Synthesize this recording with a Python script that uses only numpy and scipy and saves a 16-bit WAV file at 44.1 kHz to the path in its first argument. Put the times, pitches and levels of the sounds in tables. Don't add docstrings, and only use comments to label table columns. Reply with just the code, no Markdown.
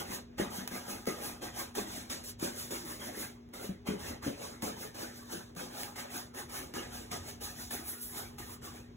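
import sys
import numpy as np
from scipy import signal
from scipy.fft import rfft, irfft, next_fast_len
from scipy.io import wavfile
from scipy.ndimage import uniform_filter1d, map_coordinates

SR = 44100
rng = np.random.default_rng(int(sys.argv[2]) if len(sys.argv) > 2 else 0)


def store_pcm(level_fs):
    pcm = np.round(np.clip(level_fs, -1, 1) * 32767).astype(np.int16)
    wavfile.write(sys.argv[1], SR, np.atleast_2d(pcm).T)


N = 395136

# f/Hz, width/Hz, level/dB before mixing
SHOE_MODES = [(203, 44, 1.5), (357, 33, -0.5), (418.4, 25, -3), (493, 57, -3), (587, 103, -3)]


def amp(db):
    return 10 ** (np.asarray(db) / 20)


def unit(x):
    return x / np.sqrt(np.mean(x ** 2) + 1e-20)


def along(points, hz):
    f, v = np.transpose(points)
    return np.interp(np.log(hz + 1), np.log(f + 1), v)


def over_time(points):
    return np.interp(np.arange(N) / SR, *np.transpose(points))


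def wobble(rate):
    knots = rng.standard_normal(int(N * rate / SR) + 4)
    coarse = np.arange(0, N + 32, 32)
    curve = map_coordinates(knots, [coarse * rate / SR])
    return np.interp(np.arange(N), coarse, curve)


def filtered(x, response):
    m = next_fast_len(N + SR // 2)
    spectrum = rfft(x, m) * response(np.fft.rfftfreq(m, 1 / SR))
    return irfft(spectrum, m)[..., :N]


def modes(table):
    def response(hz):
        total = 0
        for k, (center, width, db) in enumerate(table):
            drag = 1j * hz * width
            total = total + (-1) ** k * amp(db) * drag / (center * center - hz * hz + drag)
        return total
    return response


def rush(spectrum, patchy_db, spiky_db):
    grains = rng.standard_normal((2, N)) * amp(spiky_db * rng.standard_normal(N))
    z = signal.stft(grains, nperseg=512)[2]
    field = uniform_filter1d(rng.standard_normal(z.shape[1:]), size=3, axis=0)
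    field = uniform_filter1d(field, size=6, axis=1)
    pair = signal.istft(z * amp(patchy_db * unit(field)), nperseg=512)[1][:, :N]
    return unit(filtered(pair, lambda hz: amp(along(spectrum, hz))))


def rumble():
    # t/s, level/dB before wobble
    swell = [(0.0, -54), (0.42, -53.5), (0.77, -57), (2.2, -55), (3.37, -56.5), (4.16, -50.5), (4.32, -56),
             (6.06, -57.5), (7.24, -50), (7.96, -57.5), (8.43, -53), (8.96, -54)]
    # f/Hz, density/dB per Hz
    tone_spectrum = [(20, -65), (33, -18), (45, -3), (90, 3.5), (150, -4), (190, -8), (400, -8.5),
                     (560, -17), (1500, -26.5), (4000, -32.5), (6200, -34.5), (8500, -47), (16000, -48)]
    swell_db = over_time(swell)
    return amp(swell_db + 0.63 * wobble(3.5)) * rush(tone_spectrum, patchy_db=1.5, spiky_db=-0.5)


def hum():
    # f/Hz, level/dB rms before wavering and left-right balance
    tones = [(120, -67.5), (240, -56), (345, -73.5), (408, -68.5)]
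    t = np.arange(N) / SR
    total = np.zeros(N)
    for hz, db in tones:
        level = np.sqrt(2) * amp(db + 0.66 * wobble(8))
        total += level * np.sin(2 * np.pi * hz * t + 0.21 * wobble(9))
    return total


def strokes():
    # landing t/s, speeding-up time/s, slowing time/s (shortest 0.04),
    # touch level under the peak/dB (sign ignored), hiss peak/dB, rasp over hiss/dB, sheen over hiss/dB.
    # Slowing time is for a 20 dB fall; falls and touch are before `steepness`, peaks before bite and mix.
    passes = [(-0.091, 0.082, 0.09, 13, -45.5, 2, -4), (0.056, 0.093, 0.08, 12.5, -47, 1.5, -3.5),
              (0.383, 0.027, 0.12, 3, -48.5, 7.5, -6), (0.506, 0.065, 0.135, 7, -49, 1, -3.5),
              (0.711, 0.047, 0.15, 6, -50, 4, -3.5), (0.837, 0.066, 0.18, 17, -49.5, 1.5, -1.5),
              (1.068, 0.022, 0.16, 0, -48.5, 2.5, -4.5), (1.179, 0.079, 0.14, 11, -47.5, 2, -0.5),
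              (1.418, 0.025, 0.11, 5, -48.5, 3, -6.5), (1.529, 0.07, 0.11, 16, -45.5, 1.5, -1.5),
              (1.752, 0.036, 0.13, 3.0, -46.5, 3.5, -3), (1.87, 0.095, 0.17, 6, -50.5, 1, -6),
              (2.099, 0.026, 0.12, 1, -44, -1, -11), (2.238, 0.065, 0.04, 4, -50.5, -5.5, -2),
              (2.398, 0.047, 0.12, 12.5, -43, 0, -4.5), (2.533, 0.066, 0.2, 11, -49, -1.5, -1.5),
              (2.707, 0.034, 0.2, 1, -48, 2, -3.5), (2.85, 0.061, 0.17, 4, -52, 2, -0.5),
              (2.997, 0.076, 0.09, 7.5, -50, 3, -3), (3.108, 0.11, 0.1245, 15, -48, 2.0, 1),
              (3.527, 0.013, 0.17, 21, -55.5, 3.0, -4), (3.562, 0.089, 0.11, 8.5, -54, 3, -1.5),
              (3.856, 0.018, 0.14, 18, -50, 5.5, -6), (3.993, 0.1, 0.1, 6, -50.5, 2.5, -5),
              (4.226, 0.045, 0.13, 4, -51.0, 5.5, -6.5), (4.335, 0.11, 0.18, 16.0, -51, 2.5, -7.0),
              (4.622, 0.049, 0.12, 1.0, -47.5, 2.5, -6), (4.765, 0.059, 0.12, 11, -50.5, 2, -2.5),
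              (4.947, 0.083, 0.15, 6, -50.5, 3, -6), (5.124, 0.055, 0.23, 8, -59, 1.5, -4.5),
              (5.261, 0.069, 0.16, 18, -49.5, 2, -4.5), (5.563, 0.051, 0.16, 2.5, -51.5, 4, -6),
              (5.71, 0.1, 0.17, 13.5, -48.5, 2, -2.5), (5.958, 0.036, 0.14, 3, -50.0, 4, -7),
              (6.103, 0.065, 0.115, 10, -47, 0, -2), (6.346, 0.047, 0.1, 8.5, -50.5, 3, -2),
              (6.497, 0.074, 0.15, 9, -49.0, 3.5, -0.5), (6.738, 0.033, 0.2, 2.0, -50.5, 6, -7.5),
              (6.858, 0.094, 0.19, 23.0, -51.5, 1, -4.5), (7.113, 0.025, 0.11, -1, -46.5, 0.5, -8.5),
              (7.206, 0.085, 0.1, 16, -51, 0.5, -5), (7.411, 0.033, 0.18, 6, -48, 0.5, -1.5),
              (7.559, 0.055, 0.16, 9.0, -50.5, -4.5, -3), (7.707, 0.041, 0.15, 0, -49.5, 3, 1),
              (7.84, 0.055, 0.15, 10.5, -52.5, -0.5, 7.5), (7.98, 0.048, 0.33, 10.0, -56.5, -6, 8),
              (8.06, 0.12, 0.14, 25, -48.5, 2, -1), (8.383, 0.0028, 0.2, 5, -55, 4.5, -1),
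              (8.411, 0.13, 0.05, 8, -57.5, 1, 1.5), (8.621, 0.033, 0.13, 9, -54, 1.5, -3),
              (8.698, 0.064, 0.14, 10, -61, 4.5, -4.5)]
    steepness = np.array([[1.135], [0.87], [1.55]])
    roundness = 1.157
    touch_s, graze_s = 0.0013, 0.01
    soft_db = 12
    bite_db, bite_s = 0.5, 0.014
    before = SR // 20
    t = (np.arange(SR // 2) - before) / SR
    power = np.zeros((3, N + 2 * SR))
    landed = (1 + np.tanh(t / touch_s)) / 2
    bite = bite_db * np.exp(-np.abs(t) / bite_s)
    for s, rise, fall, touch_db, db, rasp_db, sheen_db in passes:
        speeding_db = np.abs(touch_db) * np.abs(1 - t / rise) ** roundness
        slowing_db = 20 * np.abs((t - rise) / max(fall, .04)) ** roundness
        under_peak_db = np.where(t < rise, speeding_db, slowing_db)
        graze = np.clip(np.abs(touch_db) / soft_db, .2, 1) * np.exp(-(t / graze_s) ** 2)
        contact = landed + (1 - landed) * graze
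        peak_db = db + np.array([[0], [rasp_db], [sheen_db]]) + bite
        gain = amp(peak_db - steepness * under_peak_db) * contact
        start = SR - before + round(s * SR)
        power[:, start:start + len(t)] += gain ** 2
    return np.sqrt(power[:, SR:SR + N])


def flexing(table):
    total = np.zeros(N)
    for mode in table:
        total += amp(3.5 * wobble(9)) * filtered(rng.standard_normal(N), modes([mode]))
    return unit(total)


def bristles():
    # f/Hz, density/dB per Hz
    hiss_spectrum = [(1200, -21), (2700, -9.5), (4200, -1), (6200, -.5), (7400, -2), (8700, -2.5),
                     (11000, -9.5), (16000, -15)]
    sheen_spectrum = [(6000, -28), (8500, -3), (10500, -0.5), (13500, -2.5), (16000, -3.5)]
    rasp_spectrum = [(120, -22), (250, -3.5), (500, -3), (900, -6), (1600, -7.5), (2600, -12.5),
                     (4500, -19), (8000, -47)]
    # t/s, level/dB before the rasp's stroke gain
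    drumming = [(0, 0), (1.6, -7.5), (2.5, -5), (3.3, -4.5), (4.4, -2.5), (5.3, -3.5), (6.2, -7),
                (7.4, -14), (8.96, -11)]
    # f/Hz, width/Hz, relative level/dB
    upper_modes = [(722.4, 18, 5.5), (828, 23, 8.5), (993, 12, 0), (1245, 32, 4), (1613, 44, -4)]
    heel_modes = [(348.7, 21, 6), (574, 9.9, 3.5), (887, 34, -8.5), (1340, 21, -3), (2067, 69, -1.5)]
    # t/s, level/dB before ring_db and stroke gain
    upper_grip = [(0, 1), (.8, 5), (1.7, 7.5), (2.4, -16), (3.5, 1), (4.5, -1), (5.2, -6), (5.8, 6),
                  (6.8, 4), (7.7, 2.5), (8.96, 1.5)]
    heel_grip = [(0, -8), (1, 1), (1.9, -6), (2.5, -3), (3.3, 6), (4, 2.5), (5.3, -11), (6.2, -5.5),
                 (7, -10), (8.96, -14)]
    hiss_db, sheen_db, rasp_db, ring_db = 4, 8, 1.5, -9.5

    hiss_gain, rasp_gain, sheen_gain = strokes() * amp(0.41 * wobble(45))
    hiss = amp(hiss_db) * rush(hiss_spectrum, patchy_db=2.0, spiky_db=1.5)
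    sheen = amp(sheen_db) * rush(sheen_spectrum, patchy_db=1.5, spiky_db=1.0)
    rasp = amp(rasp_db + 0.68 * wobble(90)) * rush(rasp_spectrum, patchy_db=4.5, spiky_db=3.5)
    shaken = unit(filtered(rng.standard_normal((2, N)), modes(SHOE_MODES)))
    drum = amp(over_time(drumming)) * shaken
    ring = amp(ring_db + over_time(upper_grip)) * flexing(upper_modes)
    ring += amp(ring_db + over_time(heel_grip)) * flexing(heel_modes)
    scrub = hiss_gain * hiss + sheen_gain * sheen + rasp_gain * (rasp + drum)
    return scrub, rasp_gain * ring


def thumps():
    # start t/s, level/dB before the blow's shape, nominal sole pitch f/Hz
    jolts = [(0.098, -39, 234), (0.395, -23, 329.5), (0.58, -39, 231), (0.615, -38, 230), (0.711, -36, 315),
             (0.93, -35.5, 282), (0.881, -32, 480), (1.071, -20, 406), (1.08, -29, 428), (1.199, -37, 360),
             (1.424, -36, 338), (1.768, -29.5, 380), (1.776, -30, 341), (1.974, -40, 244),
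             (2.423, -23.5, 301), (2.441, -30, 523), (2.721, -31.5, 470), (3.64, -35.5, 305),
             (3.687, -31, 209), (3.883, -23.5, 255), (4.26, -25.5, 248), (4.1, -35.5, 272),
             (3.934, -30, 340), (4.274, -24, 250), (4.623, -29.5, 211), (4.634, -31, 261), (4.66, -34, 300),
             (4.674, -33.5, 328), (4.824, -38, 256), (5.019, -43, 207), (5.32, -36, 298),
             (5.333, -29.5, 410), (5.492, -44, 404), (5.565, -38, 204), (5.61, -31.5, 490),
             (5.791, -49.5, 196), (6.144, -46, 229), (6.738, -33.5, 259), (6.762, -35, 298),
             (6.774, -33, 259), (7.114, -46, 183), (7.71, -42, 616)]
    rattle_db = 9.5
    t = np.arange(SR // 2) / SR
    swing, push = np.zeros(N + SR), np.zeros(N + SR)
    for s, db, hz in jolts:
        cycles = hz * (0.78 * t + 0.00482 * (1 - np.exp(-t / 0.0088)))
        burst = np.exp(-((cycles - 1.9) / 0.5) ** 2)
        tail = 0.22 * amp(-60 * t / 0.16) * (1 - np.exp(-t / 0.0029))
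        rattle = amp(db + rattle_db - 60 * t / 0.21) * (1 - np.exp(-t / 0.0022))
        start = round(s * SR)
        span = slice(start, start + len(t))
        swing[span] += amp(db) * (burst + tail) * np.cos(2 * np.pi * cycles)
        push[span] += rattle * rng.standard_normal(len(t))
    return swing[:N] + filtered(push[:N], modes(SHOE_MODES))


def ticks():
    # start t/s, noise level/dB before the woody body
    cracks = [(0.381, -45.5), (0.676, -31), (1.056, -47), (1.7512, -41), (2.103, -47), (2.3975, -46),
              (2.714, -48), (3.116, -54), (3.489, -65), (3.5368, -46), (4.6225, -37), (4.946, -52),
              (5.3232, -43), (5.551, -53), (5.613, -49), (5.833, -35), (5.957, -53), (6.348, -48),
              (6.739, -42), (7.1185, -52), (7.71, -43), (8.377, -60), (8.384, -45)]
    t = np.arange(SR // 10) / SR
    out = np.zeros((2, N + SR))
    for s, db in cracks:
        snap = amp(db - 60 * t / 0.013)
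        tail = amp(db - 13.5 - 60 * t / 0.2)
        start = round(s * SR)
        out[:, start:start + len(t)] += (snap + tail) * rng.standard_normal((2, len(t)))
    body = modes([(1200, 2000, 0)])
    return filtered(out[:, :N], lambda hz: 1 + body(hz))


def room(x, count=28):
    # f/Hz, time to fall 60 dB/s
    decay = [(150, 0.26), (600, 0.15), (4000, 0.21), (12000, 0.046)]
    hop = N // count
    hz, t, z = signal.stft(rng.standard_normal((count + 1, 2, hop)), SR, nperseg=256)
    fading = amp(-60 * t / along(decay, hz)[:, None])
    tails = signal.istft(z * fading, SR, nperseg=256)[1]
    padded = np.pad(x, ((0, 0), (hop, 2 * hop)))
    out = np.zeros((2, N + 6 * hop))
    for k, tail in enumerate(tails):
        piece = padded[:, k * hop:(k + 2) * hop] * np.hanning(2 * hop)
        wet = signal.fftconvolve(piece, tail / np.linalg.norm(tail[0]), axes=1)
        out[:, k * hop:k * hop + wet.shape[1]] += wet
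    return out[:, hop:hop + N]


def widened(paths):
    # f/Hz, angle/radians before the bend
    lead = [(30, -0.3), (260, 0.5), (520, -2), (860, -2.5), (1200, -2), (1600, -5.5), (2600, -4.5),
            (3600, -5), (4750, -3)]
    # f/Hz, likeness/0 to 1
    alike = [(60, .97), (250, .9), (520, .55), (1200, .2), (1700, .5), (2800, .55), (3900, .9), (4300, 1)]
    # f/Hz, share/0 to 1
    tied = [(2500, 1), (4300, .65)]
    # f/Hz, left over right/dB
    balance = [(60, -1.7), (250, 3), (600, -1.5), (1200, -1), (3000, -0.37)]
    lag_s = 1 / 4290
    bend = 0.18

    def mix(hz):
        turn = along(lead, hz) + 2 * np.pi * lag_s * np.maximum(hz - lead[-1][0], 0)
        half = (turn - bend * np.sin(2 * turn)) / 2
        spread, firm = np.arccos(along(alike, hz)) / 2, along(tied, hz)
        even, odd = np.cos(half), 1j * np.sin(half)
        shared, apart = np.cos(spread), np.sin(spread)
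        mid = [even * shared, odd * apart]
        loose = np.sin(half) * shared * np.sqrt(1 - firm ** 2)
        side = [odd * shared * firm, loose + even * apart]
        return np.array([mid, side])

    def tilt(hz):
        return amp(along(balance, hz) * np.array([[.5], [-.5]]))

    mid, side = filtered(paths, mix).sum(axis=1)
    return filtered(np.array([mid + side, mid - side]), tilt)


def scene():
    scrub, ring = bristles()
    jolts = thumps()
    near = scrub + ticks() + jolts * amp([[0], [-12]])
    wet = room(scrub * amp(-7.0) + jolts * amp(-6.5))
    return widened(near + wet + rumble()) + ring + hum() * amp([[.6], [-.6]])


def record(dry):
    top_hz = 15750
    return filtered(dry, lambda hz: hz < top_hz)


dry = scene()
out = record(dry)
store_pcm(out)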